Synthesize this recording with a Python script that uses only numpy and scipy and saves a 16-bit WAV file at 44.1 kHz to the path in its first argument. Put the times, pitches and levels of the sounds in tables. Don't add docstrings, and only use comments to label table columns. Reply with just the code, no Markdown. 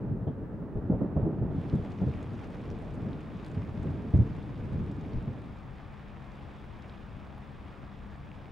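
import sys
import numpy as np
from scipy import signal
from scipy.io import wavfile
from scipy.ndimage import uniform_filter1d

SR = 44100
rng = np.random.default_rng(int(sys.argv[2]) if len(sys.argv) > 2 else 0)


def file_out(sig):
    cols = np.atleast_2d(sig).T
    lim = np.clip(cols, -1, 1)
    pcm = np.round(lim * 32767).astype(np.int16)
    wavfile.write(sys.argv[1], SR, pcm)


N = 375379

# t/s, level/dB added to SPRAY_DB
SPRAY_AMOUNT = [(1.6, -1.5), (3.0, -1), (3.3, -3), (3.7, -1.5), (5.2, -3.5), (5.7, -10), (6.7, -5.5),
                (7.8, -9), (8.5, -7)]
SPRAY_DB = -78


def wind(deepen=0.35):
    # t/s, level/dB, brightness/(dB per octave)
    airflow = [(0.0, -39.5, 1), (0.6, -39, 1), (1.2, -34, 1.5), (1.9, -40.5, 1.5), (2.4, -41, 0.5),
               (3.0, -39, 1.5), (3.35, -41.5, -1), (3.95, -40, 1), (4.45, -39, -2), (5.25, -37, -1.5),
               (5.6, -50, -2.5), (6.0, -67, 2)]
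    # t/s, rise/dB, half-length/s
    gusts = [(0.11, 5, 0.11), (0.43, 4, 0.025), (1.27, 0.5, 0.1), (1.462, 6.5, 0.1), (1.79, 6.5, 0.06),
             (2.108, 6, 0.16), (2.72, 6.5, 0.034), (3.045, 5, 0.089), (3.866, 8, 0.16), (4.27, 4, 0.12),
             (4.757, 6, 0.13), (5.176, 0, 0.18)]
    # f/Hz, level/dB
    colour = [(22, -19.5), (35, -10.5), (60, -7), (100, 3), (200, 0.5), (340, -6.5), (450, -10.5),
              (680, -21), (1000, -26), (1500, -50), (2300, -51), (3300, -60.5), (5000, -68.5)]
    # f/Hz, likeness (1 = the same)
    likeness = [(40, .94), (150, 0.89), (500, 0.96), (1100, 0.88), (2200, 0.6), (5000, .6)]
    # f/Hz, level/dB
    balance = [(35, 10.5), (80, 1), (170, 0.5), (350, -2), (700, -3.5), (2000, -7.5)]
    strength_db, brightness = in_time(airflow)
    rise_db = swells(gusts)
    tilt = brightness - deepen * rise_db
    air = coloured(turbulence(), colour, likeness, balance, tilt_db=tilt, flutter_db=1.37)
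    return butter(air, 3000, "low") * from_db(strength_db + rise_db + 0.99 * drift(22) - 0.2)


def thuds(attack_s=0.0014, length_s=0.04):
    # t/s, thump level/dB, f/Hz, rush level/dB
    swirls = [(0.106, -21.5, 151, -46), (0.268, -21, 140, -32), (0.754, -23, 86, -35),
              (0.898, -17, 170, -31), (0.919, -18.5, 102, -26.5), (1.006, -19.5, 186, -27.5),
              (1.164, -18.5, 109, -27.5), (1.227, -19, 128, -36), (1.259, -21, 255, -40.5),
              (1.413, -22.5, 103, -37), (1.564, -23, 143, -48), (1.728, -16.5, 142, -40),
              (2.014, -19.5, 145, -34), (2.066, -21, 104, -36.5), (3.566, -23, 110, -42),
              (4.137, -10, 111, -32), (4.189, -10.5, 100, -39), (5.153, -23, 46, -51),
              (5.273, -25, 108, -46)]
    out, t = np.zeros((2, N)), np.arange(SR // 4) / SR
    burst = (1 - np.exp(-(t / attack_s) ** 2)) * np.exp(-(t / length_s) ** 2)
    noises = rng.standard_normal((len(swirls), 2, 2, len(t) + SR // 10))
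    for (s, thump_db, hz, rush_db), (thump_noise, rush_noise) in zip(swirls, noises):
        thump = from_db(thump_db - 4.5) * swirl(thump_noise, 0.63 * hz, 1.48 * hz)
        rush = from_db(rush_db - 3.5) * swirl(rush_noise, 250, 564) * from_db([[-1.3], [1.3]])
        add(out, (thump + rush) * burst, s)
    return out


def swirl(noise, low_hz, high_hz, side_db=-14.5):
    band = butter(noise, [low_hz, high_hz], "band")
    power = np.abs(uniform_filter1d(band ** 2, size=SR // 60, axis=1))
    even = band / np.sqrt(power + 1e-20)
    mid, side = butter(even, high_hz * 1.3, "low")[:, SR // 10:]
    return stereo(mid, from_db(side_db) * side)


def rain(start_s=1.53, rise_s=0.031, wash_db=-55.0):
    # f/Hz, level/dB
    wash_colour = [(250, -3), (450, 5), (750, 8), (1200, 4.5), (1700, -2.5), (2400, -1.5), (3300, -10),
                   (4300, -20), (5500, -28), (8000, -55.5), (14000, -57)]
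    # f/Hz, level/dB
    spray_colour = [(2500, -10.5), (4000, 7.5), (5800, 8.5), (7000, -13.5), (8500, 0), (10000, -9),
                    (14000, -24)]
    # f/Hz, likeness
    likeness = [(400, 1), (1000, 0.76), (2200, 0.83), (4000, 0.91), (10000, 0.47)]
    # f/Hz, level/dB
    balance = [(400, -0.1), (1000, -0.6), (8000, .3)]
    # t/s, rise/dB, half-length/s
    flurries = [(1.76, 1, 0.2), (2.14, 1.8, 0.073), (2.4, 1.8, 0.028), (3.03, -0.3, 0.1),
                (3.45, 2.5, 0.066), (3.85, 1.2, 0.08), (6.7, 0.4, 0.51)]
    amount_db, = in_time(SPRAY_AMOUNT)
    fade_in = .5 + .5 * np.tanh((np.arange(N) / SR - start_s) / (2 * rise_s))
    flurry_db = swells(flurries)
    spatter = np.maximum(drift(18), 0) ** 2
    droplets = patter(per_s=1200, spread_db=3.0, blur=1.33)
    wash = coloured(droplets, wash_colour, likeness, balance, flutter_db=1.1)
    fine_droplets = patter(per_s=650, spread_db=0.5, blur=1.5)
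    spray = coloured(fine_droplets, spray_colour, likeness, balance)
    wash_gain = from_db(wash_db + 0.03 * amount_db + flurry_db + 0.31 * spatter)
    spray_gain = from_db(SPRAY_DB + amount_db + 0.9 * flurry_db + .5 * spatter)
    return fade_in * (wash_gain * wash + spray_gain * spray)


def patter(per_s, spread_db, blur):
    sizes = from_db(spread_db * np.minimum(rng.exponential(1, N), 5))
    lands = rng.random(N) < per_s * from_db(2 * drift(5)) / SR
    return rms_one(sizes * lands) * rng.choice([-1, 1], (2, 2, N)) + blur * turbulence()


def heavy_drops():
    # t/s, tap level/dB, tap f/Hz, splash level/dB, splash f/Hz
    drops = [(1.64, -47, 2300, -73, 6000), (1.6985, -44, 3500, -53, 4400), (1.754, -54, 3500, -59, 7100),
             (1.861, -50, 3300, -75, 6000), (1.9195, -51, 4200, -57, 5400), (1.987, -47, 2600, -58, 4500),
             (2.098, -50, 3500, -61, 4500), (2.1385, -41, 2460, -65, 6000), (2.228, -54, 4000, -55, 7100),
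             (2.3932, -46, 2400, -64, 6000), (2.702, -47, 2400, -49, 5400), (2.713, -54, 3500, -57, 5500),
             (2.7885, -50, 3600, -64, 7000), (2.9433, -56, 3000, -61, 6800), (3.1312, -46, 3300, -53, 3600),
             (3.2065, -48, 2600, -62, 6500), (3.396, -49, 2800, -62, 4000), (3.447, -44, 4180, -64, 8000),
             (3.4635, -44, 3660, -58, 8500), (3.482, -56, 3500, -59, 7500), (3.5145, -56, 3500, -61, 6700),
             (3.83, -55, 3500, -60, 7200), (4.174, -55, 4000, -57, 6400), (4.914, -54, 3700, -63, 7000),
             (5.011, -55, 4000, -59, 5800), (5.134, -51, 4000, -60, 4800), (6.319, -54, 3800, -63, 6000),
             (6.8225, -51, 3800, -59, 5500), (6.8964, -43.5, 3600, -58, 3600),
             (7.38, -60, 4000, -64, 11200), (8.316, -41, 2500, -68, 4990), (8.4565, -46, 2450, -65, 4500)]
    out = np.zeros((2, N))
    for (s, *tap_and_splash), noise in zip(drops, rng.standard_normal((len(drops), 2, SR // 20))):
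        add(out, from_db(-1.5) * drop(noise, *tap_and_splash, splash_s=0.003), s)
    return out


def light_drops(count=260, tap_hz=3400, splash_hz=6000):
    out = np.zeros((2, N))
    amount_db, = in_time(SPRAY_AMOUNT)
    first_s = SPRAY_AMOUNT[0][0]
    chances = rng.random((count, 3))
    for (when, pitch, softness), noise in zip(chances, rng.standard_normal((count, 2, SR // 40))):
        s = first_s + when * (N / SR - first_s - .05)
        octave = 1.6 * (pitch - .5)
        above_spray_db = 12 - 7 * octave - 1.4 * np.log(softness + .03)
        db = SPRAY_DB + amount_db[int(s * SR)] + above_spray_db
        tick = drop(noise, db + 7, tap_hz * 2 ** octave, db, splash_hz * 2 ** octave, splash_s=0.0022)
        add(out, tick, s)
    return out


def drop(noise, tap_db, tap_hz, splash_db, splash_hz, splash_s, width_octaves=0.55):
    t = np.arange(noise.shape[1]) / SR
    age = t * tap_hz / 0.82
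    tap = age * np.exp(1 - age) * np.sin(2 * np.pi * tap_hz * t)
    edges_hz = splash_hz * 2 ** (np.array([-.5, .5]) * width_octaves)
    fade = np.exp(-t / splash_s) + 0.073 * np.exp(-t / .012)
    mid, side = butter(noise * fade, edges_hz, "band")
    splash = stereo(mid, .3 * side) / np.abs(mid).max()
    return from_db(tap_db) * tap + from_db(splash_db) * splash


def road():
    # f/Hz, level/dB
    colour = [(22, -4.5), (33, -2.5), (46, 2), (75, -0.5), (105, -1), (160, -5), (270, -9.5), (350, -14.5),
              (600, -22), (1500, -26), (3000, -60.5)]
    # f/Hz, likeness
    likeness = [(50, 0.69), (200, 0.77), (600, 0.42)]
    # f/Hz, level/dB
    balance = [(60, 2.5), (180, 4.8), (500, .5)]
    return from_db(-46.0) * coloured(turbulence(), colour, likeness, balance, flutter_db=1.0)


def engine():
    # t/s, f/Hz
    firing = [(0, 66.47), (5.8, 67.6), (7.2, 67.94), (8.5, 66.77)]
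    # multiple of the firing rate, level/dB
    tones = [(1, -61), (2, -57), (3, -57)]
    firing_hz, = in_time(firing)
    phase = 2 * np.pi * np.cumsum(firing_hz * (1 + 0.0034 * drift(3.0))) / SR
    drone = sum(np.sqrt(2) * from_db(db + 1.1 * drift(2.1)) * np.sin(k * phase) for k, db in tones)
    return drone * from_db([[1.8], [-2.2]])


def squeak(start_s=.272, ring_hz=3140, ring_s=0.026, rasp_hz=3250, rasp_s=0.02, attack_s=0.0057):
    out, t = np.zeros((2, N)), np.arange(SR // 10) / SR
    noise = butter(rng.standard_normal(len(t)), [.93 * rasp_hz, 1.07 * rasp_hz], "band")
    rasp = rms_one(noise) * np.exp(-t / rasp_s)
    ring = np.sin(2 * np.pi * ring_hz * t) * np.exp(-t / ring_s)
    sound = from_db(-65) * (rasp + ring) * (1 - np.exp(-t / attack_s))
    add(out, stereo(sound, 0), start_s)
    return out


def turbulence():
    return rng.standard_normal((2, 2, N))


def coloured(source, colour, likeness, balance, tilt_db=0, flutter_db=0):
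    out, power = np.zeros((2, N)), 0
    edges = 20 * 2 ** np.arange(0, 10, .5)
    for k, (low, high) in enumerate(zip(edges, edges[1:])):
        if high < colour[0][0] or low > colour[-1][0]:
            continue
        hz = np.sqrt(low * high)
        mid, side = butter(source[k % 2], [low, high], "band") * from_db(at_hz(colour, hz))
        alike = np.clip(at_hz(likeness, hz), 0, 1)
        mid, side = np.sqrt(1 + alike) * mid, np.sqrt(1 - alike) * side
        power += np.mean(mid ** 2)
        octaves = np.log2(np.clip(hz, 40, 700) / 160)
        gain = from_db(tilt_db * octaves + (flutter_db * drift(16) if flutter_db else 0))
        pan = from_db(at_hz(balance, hz) * np.array([[.5], [-.5]]))
        out += gain * stereo(mid, side) * pan
    return out / np.sqrt(power)


def swells(rows):
    t = np.arange(N) / SR
    return sum(rise_db * np.exp(-((t - s) / length) ** 2) for s, rise_db, length in rows)


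def drift(rate):
    r = np.exp(-80 * np.pi * rate / SR)
    slow = signal.lfilter([1], [1, -2 * r, r * r], rng.standard_normal(N // 40 + 2002))[2000:]
    return np.interp(np.arange(N) / 40, np.arange(len(slow)), rms_one(slow))


def stereo(mid, side):
    return np.array([mid + side, mid - side])


def from_db(db):
    return 10 ** (np.asarray(db) / 20)


def rms_one(x):
    return x / np.sqrt(np.mean(x ** 2) + 1e-20)


def in_time(rows):
    s, *columns = np.transpose(rows)
    return [np.interp(np.arange(N) / SR, s, c) for c in columns]


def at_hz(points, hz):
    points = np.array(points)
    return np.interp(np.log(hz), np.log(points[:, 0]), points[:, 1])


def butter(x, hz, kind, order=2):
    sections = signal.butter(order, np.clip(hz, 10, .45 * SR), kind, fs=SR, output="sos")
    return signal.sosfilt(sections, x)


def add(out, sound, s):
    start = max(int(s * SR), 0)
    out[:, start:start + sound.shape[1]] += sound[:, :N - start]


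def scene():
    return wind() + thuds() + squeak() + rain() + light_drops() + heavy_drops() + road() + engine()


def record(dry, whine_hz=15735, whine_db=-95, beat_hz=15, cutoff_hz=16000):
    t = np.arange(N) / SR
    hiss = from_db(-84.5) * (0.74 * rng.standard_normal(N) + .55 * rng.standard_normal((2, N)))
    hiss = butter(hiss, 14000, "low", order=8)
    whine = np.sin(2 * np.pi * whine_hz * t) + .5 * np.sin(2 * np.pi * (whine_hz + beat_hz) * t)
    treble_cut = signal.ellip(10, .1, 80, cutoff_hz, fs=SR, output="sos")
    return signal.sosfilt(treble_cut, dry + hiss + from_db(whine_db) * whine)


dry = scene()
out = record(dry)
file_out(out)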